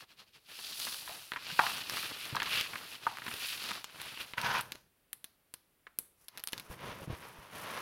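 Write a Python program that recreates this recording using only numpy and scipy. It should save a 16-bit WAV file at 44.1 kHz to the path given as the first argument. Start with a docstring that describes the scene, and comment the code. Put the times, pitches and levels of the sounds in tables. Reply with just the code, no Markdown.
"""In a small room, close up, two hands crush dry floral foam over a pumpkin.
Countless cell walls break in a gritty hiss, with brittle snaps, while lumps drop and bounce
on the rind and the table. Fingers then scrape the rind and pick at the top with sharp clicks.
Last, the palms grip, lift and rub the pumpkin, skin sticking and slipping over soft, low bumps."""
import sys
import numpy as np
from scipy import signal
from scipy.fft import rfft, irfft, next_fast_len
from scipy.io import wavfile
from scipy.ndimage import uniform_filter1d, map_coordinates

SR = 44100
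rng = np.random.default_rng(int(sys.argv[2]) if len(sys.argv) > 2 else 0)


def digitize_waveform(pressure):
    """Quantize a signal to 16-bit integers and store it at the path in sys.argv[1].

    Rows of a 2-D input are taken as channels; values are limited to [-1, 1].
    """
    field = np.atleast_2d(pressure).T
    bounded = np.clip(field, -1, 1)
    quanta = np.round(bounded * 32767).astype(np.int16)
    wavfile.write(sys.argv[1], SR, quanta)


N = 344421

# Fingers shifting their hold before the first squeeze: peak_s, crunch_db
FINGER_SHIFTS = [(.008, -54), (0.11, -60), (0.201, -57), (.28, -68.5), (0.358, -58.5)]
# Foam squeezes, dust and hollow relative to the crunch:
# peak_s, rise_s, fall_s, crunch_db, dust_db, hollow_db, brightness_db
FOAM_SQUEEZES = [(.5, 0.047, 0.19, -54, -8, -10.5, -10), (.649, 0.18, 0.46, -46, -5.5, -13, 8.5),
                 (.83, 0.12, 0.29, -43, -1.5, -10.5, 9), (1.115, 0.56, 0.34, -51, -2, -6, 0),
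                 (1.5, 0.13, 0.12, -45, -15, -7, 0), (1.679, 0.27, 0.26, -39.5, -7.5, -9.5, -1.5),
                 (1.968, 0.16, 0.27, -40, -7, -7, -2), (2.22, 0.11, 0.24, -44, -8.5, -12.5, -5.5),
                 (2.42, 0.27, 0.1, -51.5, -9, 4.5, -4), (2.571, 0.16, .11, -32.5, -12.5, -13, -7.5),
                 (2.74, 0.27, 0.33, -50.5, -5, -2, 0), (2.939, 0.14, 0.067, -48, -7.5, -7, -5),
                 (3.052, 0.072, 0.34, -50.5, -8.5, -3.5, -2), (3.301, 0.11, 0.25, -47.5, -3.5, -4.5, -6),
                 (3.459, 0.14, .24, -40.5, -6, -18, -3), (3.691, 0.26, 0.17, -43, -8.5, -4.5, 1),
                 (4.07, 0.24, 0.3, -48.5, -8, -3.5, -5), (4.213, 0.033, 0.043, -41.5, -9.5, -8, -8),
                 (4.304, .1, 0.059, -56, -6, -4, 4)]
# Lumps landing and bouncing, grit relative to the level: start_s, level_db, pitch_hz, grit_db
LUMP_HITS = [(0.59, -43, 1250, 4), (0.869, -29.5, 1120, -6), (1.077, -33.5, 1270, -4.5),
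             (1.094, -35.5, 621, -3), (1.319, -27, 1310, -3), (1.336, -33, 1310, 0.5),
             (1.361, -24.5, 1470, -25), (1.369, -26.5, 1380, -31), (1.501, -31.5, 970, -6.5),
             (1.592, -8, 924, -29.5), (1.612, -23, 1020, -17), (1.636, -27, 840, -29),
             (1.666, -21.5, 1020, -5), (2.349, -24.5, 1030, -18), (2.366, -20.5, 1160, -7.5),
             (2.401, -23.5, 1770, -7), (2.42, -21.5, 1290, -4), (2.472, -26, 1220, -10),
             (2.734, -28, 1420, -28), (2.756, -27, 1560, -31), (3.067, -15, 894, -28),
             (3.22, -31.5, 1530, -17), (3.265, -28, 1500, -7.5), (3.28, -29, 1280, -13),
             (3.313, -29.5, 1440, -31), (3.709, -28, 960, -10), (4, -33.5, 1770, -10),
             (4.174, -35, 1580, -3), (4.336, -32.5, 1360, -1), (4.381, -22.5, 1480, -8.5),
             (5.868, -37.5, 1400, -29), (6.531, -27, 1770, -17)]
# Modes of the struck rind: pitch_hz, level_db, t60_s
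RIND_MODES = [(980, 0.5, 0.046), (1187, 0.5, 0.018), (1525, 2, 0.02), (2012, -0.5, .014)]
# Dull crunch of a landing lump: pitch_ratio, gain_db
CRUMBLE_EQ = [(.06, -44), (.14, -23), (.3, -23), (.5, -19), (.7, -12), (.97, 0), (1.55, -2), (3, -21),
              (10, -45)]
# Snaps and nail clicks, treble and knock relative to the level: start_s, level_db, treble_db, knock_db
SNAP_HITS = [(0.8, -23.5, -29, -42), (0.944, -24.5, -44, -42), (1.8975, -17.5, -29.5, -36),
             (2.255, -28, -26, -36), (2.4309, -20, -30.5, -28), (2.3567, -23, -43, -18),
             (2.611, -17, -34, -24), (3.34, -25.5, -24, -16), (3.6405, -26.5, -35, -26),
             (3.8434, -22.5, -41.5, -43), (4.0166, -25.5, -18, -34), (4.415, -22.5, -23, -29),
             (4.61, -26.5, -13, -44), (4.721, -21, -26, -23), (4.7518, -43.5, -26, -5),
             (5.1309, -28, -8.5, -26.5), (5.2434, -29.5, -14.5, -31), (5.5398, -30.5, -12, -20),
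             (5.9879, -25, -2, -15), (6.2838, -31.5, -14.5, -37), (6.3746, -28.5, -20, -29),
             (6.379, -29.5, -22, -30), (6.3958, -34, -20, -34), (6.4384, -25.5, -11.5, -41),
             (6.4735, -22, -16, -39), (6.4858, -28, -18, -40), (6.5227, -37, -12, -30),
             (6.532, -21.5, -23, -15.5), (6.579, -26, -30, -23), (6.5981, -28, -22, -22)]
# Low thuds on the pumpkin: the deep knocks of some landing lumps, and hands bumping it: start_s, level_db,
# pitch_hz
LOW_BUMPS = [(1.522, -45, 168), (2.326, -36.5, 134), (3.28, -46.5, 230), (3.71, -48, 206),
             (4.439, -45.5, 136), (6.699, -40, 60.6), (7.075, -35.5, 150), (7.099, -32, 128),
             (7.127, -36, 76), (7.384, -49, 50)]
# Envelope of the one scrape across the rind: time_s, level_db
SCRAPE_ENVELOPE = [(4.36, -85), (4.377, -38.5), (4.425, -45), (4.45, -36.5), (4.59, -36.5), (4.62, -52),
                   (4.68, -59.5), (4.78, -70.5), (4.88, -93)]
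# Palm strokes, rumble and dust relative to the level:
# peak_s, rise_s, fall_s, level_db, rumble_db, dust_db
PALM_STROKES = [(6.235, 0.076, 0.046, -73.5, -11, 6.5), (6.372, 0.071, 0.08, -58, -12, -11),
                (6.56, 0.058, 0.47, -58.5, -4, -6), (6.718, 0.024, 0.051, -49, -1, -6),
                (6.88, 0.14, 0.18, -45.5, -5.5, -13), (7.035, 0.079, .04, -51, -1, -6),
                (7.13, 0.081, 0.063, -49, -15, -15), (7.261, 0.24, 0.17, -51.5, -9.5, -7.5),
                (7.44, 0.15, 0.094, -53, -10.5, -10), (7.56, 0.069, 0.17, -48, -7.5, -6.5),
                (7.73, 0.26, 0.58, -43.5, -15, -10)]

# Tone of each layer: frequency_hz, gain_db
HUSH_EQ = [(15, -28), (25, -2), (70, -2.5), (270, -7.5), (363, -7), (962, -13.5), (2610, -14), (6740, -24),
           (11000, -16), (16000, -18)]  # room tone
CRUNCH_EQ = [(710, -29.5), (1200, -9.5), (2190, -8), (2450, -1), (2740, -0.5), (3310, -3), (4550, -4),
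             (6510, -18), (8000, -22), (10400, -45), (17600, -120)]  # collapsing cells
DUST_EQ = [(3240, -20), (5500, -5.5), (7720, -9.5), (10100, -2), (12100, -4.5), (15200, -8.5),
           (16000, -14.5)]  # fine powder
HOLLOW_EQ = [(24, -43.5), (40, -19), (119, -3.5), (181, -7.5), (233, -6), (495, -7.5), (547, -7.5),
             (1160, -4.5), (2200, -7), (2860, -36.5), (4840, -120)]  # cupped hands
CRUMB_EQ = [(500, -24.5), (1200, 4.5), (2000, 1), (4000, -12.5), (9000, -22)]  # pattering crumbs
GRIT_EQ = [(800, -8), (2000, -3), (3000, 0.5), (4200, -5.5), (6000, -27), (8000, -30), (11000, -21.5),
           (16000, -35.5)]  # sharp crackle
WALL_EQ = [(100, -1.5), (300, -5), (500, 0.5), (700, 7.5), (1100, 3), (2500, -5), (6000, 1.5), (11000, -1),
           (16000, -4.5)]  # reverb tail
KNOCK_EQ = [(30, -26), (70, -10), (130, 0), (250, -1), (500, -6), (900, -18), (3000, -45), (9000, -80)]  # low thud of a contact
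SNAP_BODY_EQ = [(400, -12.5), (1500, 0.5), (2500, 0), (4200, 2.5), (6500, -4.5), (9000, -13),
                (16000, -16.5)]  # midrange of a snap
SNAP_EDGE_EQ = [(3000, -25), (7000, -12), (10500, 0), (12300, -1), (14000, -9), (16000, -14)]  # its bright tip
JOLT_EQ = [(50, -4.5), (300, -1), (500, -0.5), (800, -16), (4000, -26)]  # jolted fingers
SCRAPE_EQ = [(240, -62), (400, -32), (668, -16), (994, 1.5), (1100, -9), (1530, -2.5), (2120, -13),
             (2440, -8.5), (3120, -12.5), (6500, -24.5), (8450, -62), (14300, -120)]  # fingers rasping on rind
RUMBLE_EQ = [(20, -15), (60, -7), (130, 4), (300, -7), (600, -3), (1500, -50)]  # hand pressure
RUB_EQ = [(120, -48), (200, -9), (348, -6.5), (501, -5), (780, -5), (980, 1), (1200, -1.5), (1700, -5),
          (2960, -8.5), (6500, -22.5), (8450, -57.5), (14300, -120)]  # sliding palms

# Decay of the room: frequency_hz, t60_s
ROOM_DECAY = [(1000, .38), (5000, .38), (16000, .3)]
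# Stereo lean of the treble: frequency_hz, left_minus_right_db
TREBLE_LEAN = [(3000, 0), (4300, 1.6), (6000, .2), (8000, .3), (10300, 1.3), (12000, 0)]

HIT_S = np.arange(4096) / SR  # time within one contact


def amp(db):
    return 10 ** (np.asarray(db) / 20)


def unit_rms(x):
    return x / np.sqrt(np.mean(x ** 2) + 1e-20)


def unit_crest(x):
    """Scale a hit so that its loudest 2 ms have rms 1."""
    return x / np.sqrt(uniform_filter1d(x ** 2, size=88).max() + 1e-20)


def curve_at(points, hz):
    """Read a curve of (frequency, value) points on a log frequency axis."""
    point_hz, values = np.transpose(points)
    return np.interp(np.log(hz + 1), np.log(point_hz + 1), values)


def equalise(x, eq, size=8192):
    """Minimum-phase EQ, so nothing rings ahead of an attack."""
    gain = amp(curve_at(eq, np.fft.rfftfreq(size, 1 / SR)))
    cepstrum = irfft(np.log(gain + 1e-6))
    cepstrum[1:size // 2] *= 2
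    cepstrum[size // 2 + 1:] = 0
    impulse = irfft(np.exp(rfft(cepstrum)))[:size // 2]
    return signal.oaconvolve(x, impulse)[:len(x)]


def add(track, start_s, sound):
    start = max(round(start_s * SR), 0)
    track[start:start + len(sound)] += sound[:N - start]


def room_tone(level_db=-73.5):
    """The faint, steady hush of the room."""
    return amp(level_db) * unit_rms(equalise(rng.standard_normal(N), HUSH_EQ))


def swell(peak_s, rise_s, fall_s, roundness=1.73):
    """Force builds and lets go: 20 dB down one rise before the peak and one fall after."""
    t = np.arange(N) / SR - peak_s
    distance = np.abs(t / np.where(t < 0, rise_s, fall_s))
    return amp(-20 * np.minimum(distance ** roundness, 10))


def grains(eq, per_s, spread_db, clump_db, clump_hz):
    """Tiny clicks of uneven size, clumped by a smooth random swing in level; rms 1."""
    clicks = rng.random(N) < per_s / SR
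    sizes = rng.standard_normal(N) * amp(spread_db * np.clip(rng.standard_normal(N), -2, 2))
    knots = rng.standard_normal(int(N * clump_hz / SR) + 4)
    clumps = map_coordinates(knots, [np.arange(N) * clump_hz / SR])
    return unit_rms(equalise(clicks * sizes * amp(clump_db * clumps), eq))


def foam_crush(shift_rise_s=0.038, shift_fall_s=0.052, shift_dust_db=-10.5, shift_hollow_db=-6.5):
    """Cell walls collapse by the thousand; the cupped hands give the crunch a hollow body."""
    shifts = [(peak_s, shift_rise_s, shift_fall_s, db, shift_dust_db, shift_hollow_db, 0)
              for peak_s, db in FINGER_SHIFTS]
    peak_s, rise_s, fall_s, db, dust_db, hollow_db, bright_db = np.transpose(FOAM_SQUEEZES + shifts)
    power = np.array([swell(*press) for press in zip(peak_s, rise_s, fall_s)]) ** 2
    # Smaller pieces break higher: brightness crossfades the low and high bands of the crunch.
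    dull = 1 / np.hypot(1, amp(bright_db))
    shares = amp(db) * np.array([dull, dull * amp(bright_db), amp(dust_db), amp(hollow_db)])
    large, small, dust, hands = np.sqrt(shares ** 2 @ power)
    cells = grains(CRUNCH_EQ, per_s=7000, spread_db=0, clump_db=1.5, clump_hz=100)
    lows = signal.sosfiltfilt(signal.butter(3, 3600, fs=SR, output="sos"), cells)
    crunch = amp(-1) * (large * unit_rms(lows) + small * unit_rms(cells - lows))
    hiss = amp(1) * dust * grains(DUST_EQ, per_s=11000, spread_db=-0.5, clump_db=1, clump_hz=170)
    hollow = amp(-0.5) * hands * grains(HOLLOW_EQ, per_s=1800, spread_db=-0.5, clump_db=3, clump_hz=43)
    crumbs = amp(-3.5) * hands * grains(CRUMB_EQ, per_s=70, spread_db=5.5, clump_db=11.5, clump_hz=5.6)
    crackle = amp(-16) * large * grains(GRIT_EQ, per_s=33, spread_db=1.5, clump_db=3.5, clump_hz=6.2)
    return crunch + hiss + hollow + crumbs + crackle


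def room_click(early_db, tail_db):
    """A click with early reflections off table and hands, and a short tail off the walls."""
    hz, frame_s, noise = signal.stft(rng.standard_normal(SR // 2), SR, nperseg=256)
    decay = amp(-60 * frame_s / curve_at(ROOM_DECAY, hz)[:, None])
    tail = signal.istft(noise * decay, SR, nperseg=256)[1]
    walls = equalise(tail / np.linalg.norm(tail), WALL_EQ)
    t = np.arange(len(tail)) / SR
    early = rng.standard_normal(len(t)) * amp(-60 * t / 0.05) * (t > 0.001)
    return (t == 0) + amp(early_db) * early / np.linalg.norm(early) + amp(tail_db) * walls


def burst(click, eq, t60_s, scatter):
    """One sharp transient trailed by a fast-dying scatter of smaller ones."""
    t = np.arange(len(click)) / SR
    debris = scatter * rng.standard_normal(len(t)) * amp(-60 * t / t60_s)
    return unit_crest(equalise(click + debris, eq))


def rind_ring(pitch_hz):
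    """The struck rind rings briefly, favouring the modes nearest the lump's pitch."""
    mode_hz, mode_db, t60_s = np.transpose(RIND_MODES)[:, :, None]
    hz = mode_hz * (1 + 0.068 * rng.standard_normal(mode_hz.shape))  # each spot rings differently
    strength = amp(mode_db - 9 * np.log2(hz / pitch_hz) ** 2)
    tones = np.sin(2 * np.pi * (hz * HIT_S + rng.random(hz.shape)))
    ring = (strength * tones * amp(-60 * HIT_S / t60_s)).sum(0)
    attack = 1 - np.exp(-HIT_S / 0.0006)
    return unit_crest(ring * attack)


def falling_lumps(typical_db=-28, typical_knock_db=-54.5):
    """Each lump crunches on one corner, rings the rind, then topples onto another corner."""
    track = np.zeros(N)
    for start_s, db, pitch_hz, grit_db in LUMP_HITS:
        click = room_click(early_db=-8, tail_db=-2)
        ring = amp(-13) * rind_ring(pitch_hz)
        crumble_eq = [(pitch_hz * ratio, gain_db) for ratio, gain_db in CRUMBLE_EQ]
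        landing = amp(-8.5) * burst(click, crumble_eq, t60_s=0.022, scatter=0.35)
        landing += amp(grit_db - 1.5) * burst(click, GRIT_EQ, t60_s=0.01, scatter=0.31)
        landing[:len(ring)] += ring
        knock_db = typical_knock_db + 0.5 * (db - typical_db)
        knock = amp(knock_db) * burst(click, KNOCK_EQ, t60_s=0.034, scatter=0.15)
        topple = burst(room_click(early_db=-6, tail_db=-2), crumble_eq, t60_s=0.022, scatter=0.4)
        add(track, start_s, amp(db) * landing + knock)
        add(track, start_s + rng.uniform(0.003, 0.005), amp(db - 14) * topple)
    return track


def brittle_snaps(second_crack_db=-43):
    """Brittle bits break in an instant, jolt the fingers that hold them and crack once more."""
    track = np.zeros(N)
    for start_s, db, treble_db, knock_db in SNAP_HITS:
        click = room_click(early_db=-8, tail_db=-10.5)
        body = amp(-9.5) * burst(click, SNAP_BODY_EQ, t60_s=0.0061, scatter=0.25)
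        edge = amp(treble_db + 7) * burst(click, SNAP_EDGE_EQ, t60_s=0.0029, scatter=0.43)
        jolt = amp(knock_db) * burst(click, JOLT_EQ, t60_s=0.026, scatter=0.028)
        crack = amp(db) * (body + edge) / np.hypot(1, amp(treble_db))
        add(track, start_s, crack + amp(db) * jolt)
        add(track, start_s + rng.uniform(0.0022, 0.005), amp(second_crack_db) * unit_crest(crack))
    return track


def low_bumps():
    """A thud on the heavy pumpkin: a few low, damped cycles and a dull knock."""
    track = np.zeros(N)
    envelope = (1 - np.exp(-HIT_S / 0.0053)) * amp(-60 * HIT_S / 0.045)
    for start_s, db, pitch_hz in LOW_BUMPS:
        thump = unit_crest(np.sin(2 * np.pi * pitch_hz * HIT_S) * envelope)
        knock = burst(room_click(early_db=-18.5, tail_db=-3.5), KNOCK_EQ, t60_s=0.046, scatter=0.15)
        add(track, start_s, amp(db - 0.5) * thump)
        add(track, start_s, amp(db - 4.5) * knock)
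    return track


def skin_friction(stroke, pressure, dust, eq, rasp_db, dust_db, rumble_db):
    """Skin sticks and slips on the dusty rind while the pressing hand rumbles."""
    rasp = stroke * grains(eq, per_s=8000, spread_db=0, clump_db=1.5, clump_hz=62)
    powder = dust * grains(DUST_EQ, per_s=16000, spread_db=4, clump_db=1.9, clump_hz=160)
    rumble = pressure * grains(RUMBLE_EQ, per_s=3000, spread_db=1, clump_db=1, clump_hz=25)
    return amp(rasp_db) * rasp + amp(dust_db) * powder + amp(rumble_db) * rumble


def finger_scrape(firm_db=-44):
    """One firm stroke over the top; dust and hand rumble swell and fade less than the rasp."""
    time_s, level_db = np.transpose(SCRAPE_ENVELOPE)
    stroke = amp(np.interp(np.arange(N) / SR, time_s, level_db, left=-np.inf, right=-np.inf))
    pressure = amp(firm_db) * (stroke / amp(firm_db)) ** 0.66
    return skin_friction(stroke, pressure, pressure, SCRAPE_EQ, rasp_db=3, dust_db=-11.5, rumble_db=-7.5)


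def palm_rub():
    """The palms slide over the rind in short, overlapping strokes."""
    peak_s, rise_s, fall_s, db, rumble_db, dust_db = np.transpose(PALM_STROKES)
    power = np.array([swell(*slide) for slide in zip(peak_s, rise_s, fall_s)]) ** 2
    stroke, pressure, dust = np.sqrt(amp([db, db + rumble_db, db + dust_db]) ** 2 @ power)
    return skin_friction(stroke, pressure, dust, RUB_EQ, rasp_db=0, dust_db=-1, rumble_db=1.5)


def scene():
    """Textures and hits all sit dead centre, over a bed of room tone."""
    textures = room_tone() + foam_crush() + finger_scrape() + palm_rub()
    hits = falling_lumps() + brittle_snaps() + low_bumps()
    return np.tile(textures + hits, (2, 1))


def record(dry, top_hz=16000):
    """The treble leans slightly left, and a steep low-pass cuts off the very top."""
    size = next_fast_len(N + SR // 2)
    hz = np.fft.rfftfreq(size, 1 / SR)
    lean = amp(np.outer([0.5, -0.5], curve_at(TREBLE_LEAN, hz)))
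    low_pass = 1 / np.sqrt(1 + (hz / top_hz) ** 200)
    return irfft(rfft(dry, size) * lean * low_pass, size)[:, :N]


dry = scene()
out = record(dry)
digitize_waveform(out)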